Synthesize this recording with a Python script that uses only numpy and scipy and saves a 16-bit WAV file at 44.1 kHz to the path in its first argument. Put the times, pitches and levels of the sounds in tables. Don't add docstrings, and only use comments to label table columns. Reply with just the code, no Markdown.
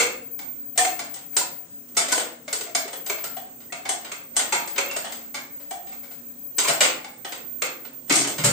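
import sys
import numpy as np
from scipy import signal
from scipy.fft import rfft, irfft
from scipy.io import wavfile
from scipy.ndimage import uniform_filter1d

SR = 44100
rng = np.random.default_rng(int(sys.argv[2]) if len(sys.argv) > 2 else 0)


def ratio_of_db(decibels):
    return 10 ** (np.asarray(decibels, float) / 20)


def to_wav(s):
    ch = np.atleast_2d(s).T
    pcm = np.round(np.clip(ch, -1, 1) * 32767)
    wavfile.write(sys.argv[1], SR, pcm.astype(np.int16))


N = 375732


def evened(x):
    return x / np.sqrt(np.mean(x ** 2) + 1e-20)


def read(points, hz):
    f, value = np.transpose(points)
    return np.interp(np.log(hz + 1), np.log(f + 1), value)


def add(mix, s, sound):
    part = mix[max(round(s * SR), 0):][:len(sound)]
    part += sound[:len(part)]


def levelled(x, width_hz, share):
    length = x.shape[-1]
    z = rfft(x, 2 * length)
    size = max(round(width_hz * 2 * length / SR), 1)
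    power = uniform_filter1d(abs(z) ** 2, size=size, axis=-1) + 1e-20
    y = irfft(z * (1 / np.sqrt(power)) ** share)[..., :length]
    return y / np.linalg.norm(y, axis=-1, keepdims=True)


def resonate(x, hz, width):
    turn = np.exp(2j * np.pi * np.cumsum(hz * np.ones(x.shape[-1])) / SR)
    r = np.exp(-np.pi * width / SR)
    return 2 * (turn * signal.lfilter([1 - r], [1, -r], x / turn)).real


def ring(hz, t60, split=.02, twin=1.0, rough=0.67):
    t = np.arange(SR // 3) / SR
    flutter = 1 + rough * np.interp(t, np.linspace(0, 1 / 3, 40), rng.standard_normal(40))
    upper = np.sin(2 * np.pi * hz * (1 + split / 2) * t)
    lower = np.sin(2 * np.pi * hz * (1 - split / 2) * t)
    fade = ratio_of_db(-60 * t / max(t60, .02))
    return (upper + twin * lower) * flutter * fade * np.minimum(t / 0.0063, 1)


def contacts():
    # t/s, blow level/dB, treble over blow/dB, bowl f/Hz, bowl over blow/dB
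    rattles = [(0, -2, -10.5, 487, -13.5), (1.9675, -8, -7.5, 652, -11), (2.0116, -12, -15.5, 670, -20),
               (2.0832, -16, -8, 684, -8), (2.2094, -29, -14, 704, -13), (2.6644, -27, -12, 666, 4),
               (3.8528, -16.5, -15, 722, -4.5), (4.0462, -20, -15.5, 700, -16),
               (4.3914, -9, -11.5, 607, -17), (4.5233, -3.5, -13, 903, -9.5), (4.7599, -16, -42, 594, -8.5),
               (5.0429, -15, -16, 750, -13), (5.3429, -14.5, -12.5, 717, -24), (6.5829, -7, -6.5, 430, -24),
               (6.6815, -3.5, -11, 729, -10), (6.8057, 1, -10, 553, -21.5), (8.096, -6.5, -9.5, 760, -28),
               (8.2007, -28, 7.5, 630, -17), (8.2719, -14, -8, 636, -10.5),
               (8.3815, -12, -12.5, 573, -15.5), (8.4431, -3, -8.5, 562, -21), (8.473, -24.5, -8.5, 477, 4)]
    # t/s, blow level/dB, treble over blow/dB, bowl f/Hz, bowl over blow/dB
    taps = [(1.8866, -46.5, -4.5, 590, -32), (1.9491, -38, -8, 1050, -12), (2.1185, -17, -4, 700, -18),
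            (4.358, -30, -9, 600, -27), (3.886, -24, -12, 700, -23), (.39, -26, -10, 830, -11),
            (.8474, -11.5, -7.5, 710, -7), (1.3661, -8.5, -4.5, 758, -14), (2.123, -8.5, -6, 641, -2.5),
            (2.5276, -13.5, -5.5, 436, -12.5), (2.6087, -20.5, -7, 424, -15), (2.7492, -10, -6, 668, -7.5),
            (2.8779, -21, -13.5, 714, -10.5), (3.0969, -11, -11.5, 650, -12),
            (3.2393, -17, -10.5, 680, -9.5), (3.7229, -16, -13.5, 704, -11),
            (4.117, -16.5, -12.5, 724, -18), (4.5514, -30, -3, 703, 4), (4.6744, -23, -8.5, 565, -12),
            (4.78, -4.5, -13, 570, -24), (4.9635, -13.5, -11, 652, -15), (5.1218, -22.5, -7.5, 674, -9),
            (7.0439, -23, -14.5, 834, -8), (7.6197, -7, -12.5, 487, -18), (7.6587, -20.5, -34, 440, -32),
            (7.8493, -26.5, -16, 456, -19)]
    # t/s, blow level/dB, treble over blow/dB, bowl f/Hz, bowl over blow/dB
    clacks = [(.7761, -6.5, -6, 804, -30), (.9916, -16.5, -10, 697, -4.5), (1.1405, -29, -4.5, 730, -20),
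              (2.177, -10, -10.5, 630, -15), (2.4785, -19.5, -13, 579, -14),
              (2.9296, -18.5, -13, 490, -12.5), (3.0627, -22.5, -6.5, 718, -6.5),
              (3.1824, -25, -25, 727, -8), (3.3666, -21.5, -15, 723, -7.5), (3.8906, -12, -6.5, 732, -11),
              (4.3652, -7.5, -6, 468, -22), (4.9106, -18.5, -12, 755, -12),
              (5.7085, -20.5, -11.5, 741, -3.5), (6.8483, -6.5, -42, 530, -25),
              (7.2469, -14.5, -18, 730, -15), (7.3208, -17, -12, 500, -16.5), (8.1047, -2.5, -18, 700, -22),
              (8.122, -13.5, -3, 440, -10.5), (8.14, -19, -1.5, 516, -7), (8.1555, -15.5, 1.5, 728, -11),
              (8.172, -22, -4, 595, -14), (8.187, -18, -10, 675, -11), (8.245, -12.5, -19, 500, -26),
              (8.437, -11.5, -11.5, 548, -18), (8.398, -18, -17, 500, -15), (1.9725, -12.5, -3, 708, -6),
              (2.108, -17, -22, 690, -12), (2.197, -14.5, -14, 680, -12), (6.674, -11, -14, 710, -8),
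              (6.699, -14.5, -23, 717, -4.5), (0.7811, -11, -8, 1015, -20)]
    # t/s, blow level/dB, bowl f/Hz
    touches = [(1.0394, -34, 770), (1.1606, -28, 800), (.757, -30, 710), (1.328, -35.5, 724),
               (1.355, -46, 720), (1.958, -43, 700), (4.345, -41, 600), (4.7, -41, 597), (6.569, -35, 500),
               (6.645, -10.5, 1020), (2.5689, -33, 680), (3.6024, -35.5, 650), (5.2086, -36, 685),
               (5.599, -33.5, 586), (5.8686, -31, 730), (5.9209, -30.5, 797), (6.0322, -32, 520),
               (6.109, -31, 704), (7.1946, -47, 453), (8.077, -32.5, 497)]
    treble_db, bowl_db = -12, -9.5
    touches = [(s, db, treble_db, hz, bowl_db) for s, db, hz in touches]
    tap_s, clack_s, rattle_s, touch_s = 0.0061, 0.0098, 0.02, 0.024
    kinds = (taps, tap_s), (clacks, clack_s), (rattles, rattle_s), (touches, touch_s)
    return sorted((*row, chatter_s) for rows, chatter_s in kinds for row in rows)


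def plate(count=340):
    # f/Hz, level/dB
    strengths = [(88, -58), (150, -13), (194, -17.5), (643, -5.5), (1030, -7.5), (2090, -7), (2550, -10),
                 (3230, -5.5), (5820, -5.5), (8450, -0.5), (8620, -9.5), (10900, -15), (13200, -19.5),
                 (14600, -15), (15600, -31.5), (16500, -53)]
    # f/Hz, T60/s
    decays = [(300, 0.17), (2000, 0.048), (8000, 0.026), (15000, 0.0037)]
    # f/Hz, width/Hz, level over the dense modes/dB
    set_modes = [(1017, 17, 6), (1455, 120, 2.5), (1710, 52, 0.5), (2210, 270, 5.5), (2706, 270, 4.5),
                 (3180, 68, 1), (4430, 135, -2.5), (5110, 120, 2), (5520, 400, 2.5), (6530, 480, 4),
                 (7250, 360, 3.5)]
    spot, chance, spread, phase = rng.random((4, count, 1))
    spot = (np.arange(count)[:, None] + spot) / count
    hz = 250 + 15400 * spot ** 1.3
    t = np.arange(SR // 7) / SR
    t60 = read(decays, hz) * (.5 + 0.16 * spread)
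    db = -3.0 * np.log(chance + 0.0074) - 10 * np.log10(t60)
    fade = np.exp((-np.log(1000) * t / t60).astype(np.float32))
    swing = np.sin((2 * np.pi * (hz * t + phase)).astype(np.float32))
    modes = levelled((ratio_of_db(db) * fade * swing).sum(0), 45, 0.93)

    bins = np.fft.rfftfreq(2 * len(t), 1 / SR)
    centre, width, lift_db = np.transpose(set_modes)[:, :, None]
    detune, strength = rng.random((2, len(set_modes), 1))
    offset = (bins - centre * (.985 + 0.02 * detune)) / width
    lifts = 2 * strength * lift_db / (1 + (2 * offset) ** 2)
    colour = ratio_of_db(read(strengths, bins) + lifts.sum(0))
    crack = 1 + 1.3 * np.exp(-t / 0.007)
    return modes * np.minimum(t / 0.0009, 1) * crack, colour


def strike(force):
    modes, colour = plate()
    log_gain = np.log(np.concatenate([colour, colour[-2:0:-1]]) + 1e-5)
    shape = np.fft.ifft(np.exp(np.conj(signal.hilbert(log_gain)))).real[:4096]
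    body = signal.fftconvolve(modes, shape)
    return signal.oaconvolve(force, body / np.linalg.norm(body))[:N]


def knocks(count=5):
    force, bowls = np.zeros((count, N)), np.zeros(N)
    t = np.arange(SR // 8) / SR
    rows = contacts()
    noise = rng.standard_normal((len(rows), len(t)))
    low = signal.butter(2, 4000, fs=SR, output="sos")
    for k, (s, blow_db, treble_db, bowl_hz, bowl_db, chatter_s) in enumerate(rows):
        chatter_s = max(chatter_s, .001)
        rattle = noise[k] ** 3 * np.exp(-t / chatter_s)
        rattle *= np.minimum(t / (0.11 * chatter_s), 1)
        rattle[:1] += 0.016 / chatter_s * np.linalg.norm(rattle)
        rattle = levelled(rattle, 120, 0.93)
        dull = signal.sosfilt(low, rattle)
        blow = dull + ratio_of_db(treble_db + 6) * (rattle - dull)
        add(force[k % count], s, ratio_of_db(blow_db + 20) * blow)
        bowl = ring(bowl_hz, 0.059, split=0.059)
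        add(bowls, s, ratio_of_db(blow_db + bowl_db) * bowl)
    return bowls + sum(strike(f) for f in force)


def tones():
    # t/s, level/dB, f/Hz, T60/s
    thuds = [(0.0, -17, 434, 0.057), (0.777, -43, 440, 0.2), (1.367, -24.5, 348, 0.12),
             (1.966, -19.5, 453, 0.21), (2.172, -20.5, 328, 0.14), (2.175, -15, 485, 0.22),
             (2.185, -26, 720, 0.11), (2.55, -36, 450, 0.16), (2.603, -24, 431, 0.17),
             (2.852, -26, 429, 0.28), (3.096, -29, 394, 0.24), (4.365, -33, 460, 0.18),
             (4.549, -29, 183, 0.14), (5.059, -36.5, 241, 0.17), (6.579, -29.5, 343, 0.23),
             (6.68, -28, 443, 0.23), (6.873, -31, 245, 0.13), (8.105, -8, 287, 0.11),
             (8.128, -23, 370, 0.16), (8.165, -16, 310, 0.14), (8.11, -20, 470, 0.13),
             (8.14, -9.5, 696, 0.12), (8.15, -23, 398, 0.17), (8.19, -23, 317, 0.093),
             (8.23, -26, 251, 0.14), (8.26, -30, 405, 0.2), (8.31, -29, 420, 0.13), (8.4, -29, 263, 0.17),
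             (8.47, -21.5, 550, 0.17), (8.386, -23, 153, 0.32), (8.437, -8, 139, 0.071),
             (8.462, -12.5, 129, 0.37)]
    # t/s, level/dB, f/Hz, T60/s
    free_bowls = [(0.0, -34, 481, 0.34), (.005, -35, 149, 0.053), (.392, -43, 730, 0.05),
                  (0.782, -32, 1005, 0.1), (0.788, -33, 479, 0.19), (0.791, -41.5, 125, 0.11),
                  (2.7484, -41, 2180, 1), (8.437, -24, 127, 0.2), (8.108, -28, 284, 0.12),
                  (8.16, -27, 6160, 0.4), (8.19, -32, 5570, 0.33), (4.78, -33.5, 560, 0.34),
                  (5.709, -46, 740, 0.2), (6.691, -34.5, 131, 0.082), (6.806, -32, 534, 0.12),
                  (8.096, -32.5, 165.4, 0.17), (8.179, -33.5, 126, 0.1), (8.26, -37, 199, 0.11),
                  (8.299, -45, 306, 0.11), (8.451, -23.5, 245.6, 0.14)]
    # t/s, level/dB, f/Hz, T60/s
    pings = [(0.774, -9, 2560, 0.11), (1.3678, -8, 4090, 0.1), (1.9694, -11, 6680, 0.15),
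             (2.1226, -21, 6170, 0.15), (2.5292, -28, 4770, 0.12), (2.7501, -21, 6240, 0.17),
             (3.8916, -26, 6260, 0.15), (4.3654, -17, 6900, 0.15), (4.5221, -20, 6500, 0.15),
             (4.779, -12, 4100, 0.025), (4.779, -6, 3300, 0.047), (4.779, -16, 6360, 0.04),
             (1.3678, -9, 5630, 0.05), (6.5834, -16, 6250, 0.13), (6.809, 7, 2910, 0.034),
             (7.3208, -32, 3160, 0.18), (8.1544, -17, 6500, 0.15), (8.19, -25, 5500, 0.21)]
    # t/s, level/dB, f/Hz, T60/s
    rims = [(0.7761, -24, 2400, 0.14), (2.1194, -23.5, 1490, 0.12), (3.0994, -26, 2230, 0.052),
            (4.9, -20, 2700, 0.054), (4.7795, -30, 2400, 0.056), (3.7, -37, 1900, 0.03),
            (0.785, -25, 1800, 0.14), (1.968, -22, 1300, 0.049), (1.368, -32, 1400, 0.09),
            (1.41, -28, 975, 0.066), (1.405, -31.5, 735, 0.096), (2.125, -30, 1000, 0.066),
            (4.9604, -33, 1440, 0.08), (3.2395, -31, 1360, 0.07), (5.7094, -39, 2300, 0.097),
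            (6.8073, -14.5, 2346, 0.034)]
    out = np.zeros(N)
    for s, db, hz, t60 in thuds:
        add(out, s, ratio_of_db(db - 6.5) * ring(hz, 0.54 * t60, split=0.054, rough=0.42))
    for s, db, hz, t60 in free_bowls:
        add(out, s, ratio_of_db(db) * ring(hz, t60, split=0.0039, rough=0.022))
    for s, db, hz, t60 in pings:
        add(out, s, ratio_of_db(db - 17) * ring(hz, t60, split=0.0043))
    for s, db, hz, t60 in rims:
        add(out, s, ratio_of_db(db + 1.5) * ring(hz, t60, split=0.0083))
    return out


def tiles(x, count=3):
    # f/Hz, T60/s
    room_decay = [(150, 0.8), (600, 0.5), (2500, 0.41), (8000, 0.3), (15000, 0.13)]
    out, turn = np.zeros((2, N)), np.arange(N) / SR * 2.3
    for k in range(count):
        taps = np.zeros((2, SR // 2))
        at = np.arange(60, SR // 2 - 20, 12) + rng.integers(0, 12, (2, (SR // 2 - 69) // 12))
        np.put_along_axis(taps, at, rng.choice([-1., 1.], at.shape), 1)
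        hz, t, z = signal.stft(taps, SR, nperseg=256)
        near_walls = 1 + 2.6 * np.exp(-t / 0.0027)
        z *= ratio_of_db(-60 * t / read(room_decay, hz)[:, None]) * near_walls
        same = np.clip(1 - (hz / 720) ** 2, 0, 1)[:, None]
        z[1] = same * z[0] + np.sqrt(1 - same ** 2) * z[1]
        tail = levelled(signal.istft(z, SR, nperseg=256)[1], 64, 0.76)
        tail /= np.linalg.norm(tail[0])
        share = np.sqrt(2 / count) * np.cos(np.pi * (turn + k / count))
        out += signal.oaconvolve((x * share)[None], tail, axes=1)[:, :N]
    return out


def hiss():
    # f/Hz, level per Hz/dB
    spectrum = [(16, -40), (32, -15), (134, -11), (214, -11.5), (239, -11.5), (306, -13.5), (577, -16.5),
                (849, -23.5), (5090, -31), (7400, -19), (8450, -22), (8650, -29.5), (13300, -40.5),
                (14500, -50)]
    # f/Hz, left-right likeness
    likeness = [(60, 0.69), (240, 0.78), (950, 0.034), (3770, -0.16), (15000, -0.011)]
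    # f/Hz, width/Hz, level/dB
    hum_lines = [(129, 10, -70), (243.5, 6, -59), (276.5, 6, -62), (537, 20, -69)]
    frames, hz = N // 256 + 5, np.fft.rfftfreq(1024, 1 / SR)
    a, b, c, d, patches = rng.standard_normal((frames, 513, 5)).T
    patches = evened(uniform_filter1d(uniform_filter1d(patches, 12, 0), 14, 1))
    same = np.clip(read(likeness, hz), -1, 1)[:, None]
    left = a + 1j * b
    z = np.array([left, same * left + np.sqrt(1 - same ** 2) * (c + 1j * d)])
    z *= ratio_of_db(read(spectrum, hz)[:, None] + 1.5 * patches)
    noise = signal.istft(z, nperseg=1024, noverlap=768)[1][:, :N]
    out = ratio_of_db(-51.5 - 2.5) * evened(noise)
    buzz, t = rng.standard_normal(N), np.arange(N) / SR
    for f, width, db in hum_lines:
        skirt = evened(resonate(resonate(buzz, f, width), f, width))
        out = out + ratio_of_db(db) * evened(skirt + 1.7 * np.sin(2 * np.pi * f * t))
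    return out


def whistle():
    # t/s, f/Hz, left level/dB, right level/dB
    path = [(0, 15285, -34, -43), (.5, 15262, -38, -32), (.93, 15258, -34, -47), (1.45, 15262, -33.5, -43),
            (1.9, 15258, -48, -39), (2.5, 15270, -40, -54), (3.1, 15270, -35, -32), (3.4, 15272, -39, -39),
            (3.9, 15268, -47, -44), (4.55, 15274, -38.5, -38), (4.8, 15276, -31.5, -31),
            (5.38, 15268, -46, -43), (5.65, 15272, -36, -33), (6.101, 15268, -42, -42),
            (6.65, 15278, -31, -37), (7.1, 15272, -38, -40), (7.5, 15266, -43, -33.5),
            (8.52, 15255, -44, -37)]
    # t/s, length/s
    jumps = [
        (.15, .07),
        (6.85, .33),
    ]
    jump_hz, fading_hz, fading_db = 72, 14, 1
    t = np.arange(N) / SR
    s, *columns = np.transpose(path)
    hz, *db = (np.interp(t, s, c) for c in columns)
    jumping = sum(1. * (t > a) * (t < a + d) for a, d in jumps)
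    hz = hz + jump_hz * uniform_filter1d(jumping, size=900)
    noise = rng.standard_normal((2, N))
    quarter_turn = np.array([[0], [np.pi / 2]])
    tone = np.sqrt(2) * np.cos(2 * np.pi * np.cumsum(hz) / SR + quarter_turn)
    echoes = evened(resonate(resonate(noise, hz, fading_hz), hz, fading_hz))
    waver = evened(resonate(resonate(noise[:, ::-1], hz, 70), hz, 70))
    band = signal.butter(6, [14950, 15700], "band", fs=SR, output="sos")
    skirt = evened(signal.sosfilt(band, noise[::-1]))
    dip_db = 4 * (t > 6.85) * (t < 7.18)
    line = tone + ratio_of_db(fading_db) * echoes + ratio_of_db(-10) * waver
    return ratio_of_db(np.array(db) - 4.5 - dip_db) * line + ratio_of_db(-63) * skirt


def bong():
    s, db, hz, t60, beat_hz = 0.778, -19.5, 742, 0.8, 18
    hand_s, hand_db_per_s = 0.14, 280
    out, t = np.zeros(N), np.arange(SR // 2) / SR
    upper = 0.5 * np.sin(2 * np.pi * (hz + beat_hz / 2) * (t - 0.019))
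    lower = -np.sin(2 * np.pi * (hz - beat_hz / 2) * (t - 0.019))
    fade_db = -60 * t / t60 - hand_db_per_s * np.maximum(t - hand_s, 0)
    add(out, s, ratio_of_db(db + fade_db) * (upper + lower) * np.minimum(t / 0.013, 1))
    return out


def ports(x):
    # f/Hz, left over right level/dB
    lean = [(5000, 0), (7150, -6), (7750, -1), (8300, 6), (9000, 9), (11000, 6), (14000, 4)]
    # f/Hz, width/Hz, level/dB
    left_modes = [(8300, 220, -1), (8462, 24, 7)]
    hz = np.linspace(0, SR / 2, num=513)
    taps = [signal.firwin2(401, hz, ratio_of_db(side * read(lean, hz) / 2), fs=SR) for side in (1, -1)]
    left, right = signal.oaconvolve(x, np.array(taps), "same", axes=1)
    ringing = sum(ratio_of_db(db) * resonate(left, f, width) for f, width, db in left_modes)
    return np.array([left + ringing, right])


def scene():
    clatter, notes, bowl = knocks(), tones(), bong()
    dishes = clatter + ratio_of_db(-3.5) * notes
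    direct = ratio_of_db(-10.0) * dishes * ratio_of_db(np.array([[1.], [-1.]]))
    echoes = ratio_of_db(-0.5) * tiles(dishes + ratio_of_db(-20) * bowl)
    return direct + echoes + bowl + ratio_of_db(-11.5) * notes + hiss() + whistle()


def low_pass(x):
    return signal.sosfilt(signal.butter(12, 16990, fs=SR, output="sos"), x)


def record(dry):
    limited = np.tanh(ports(dry) / 0.79) * 0.91
    limited = signal.sosfilt(signal.butter(2, 120, "high", fs=SR, output="sos"), limited)
    slow = signal.butter(2, [22, 80], "band", fs=SR, output="sos")
    pump = signal.sosfilt(slow, (limited ** 2).mean(0))
    limited = limited + ratio_of_db(-26) * pump
    band_edge = signal.firwin(255, 15900, window=("kaiser", 9), fs=SR)
    mix = signal.oaconvolve(limited, band_edge[None], "same")
    return low_pass(mix)


dry = scene()
out = record(dry)
to_wav(out)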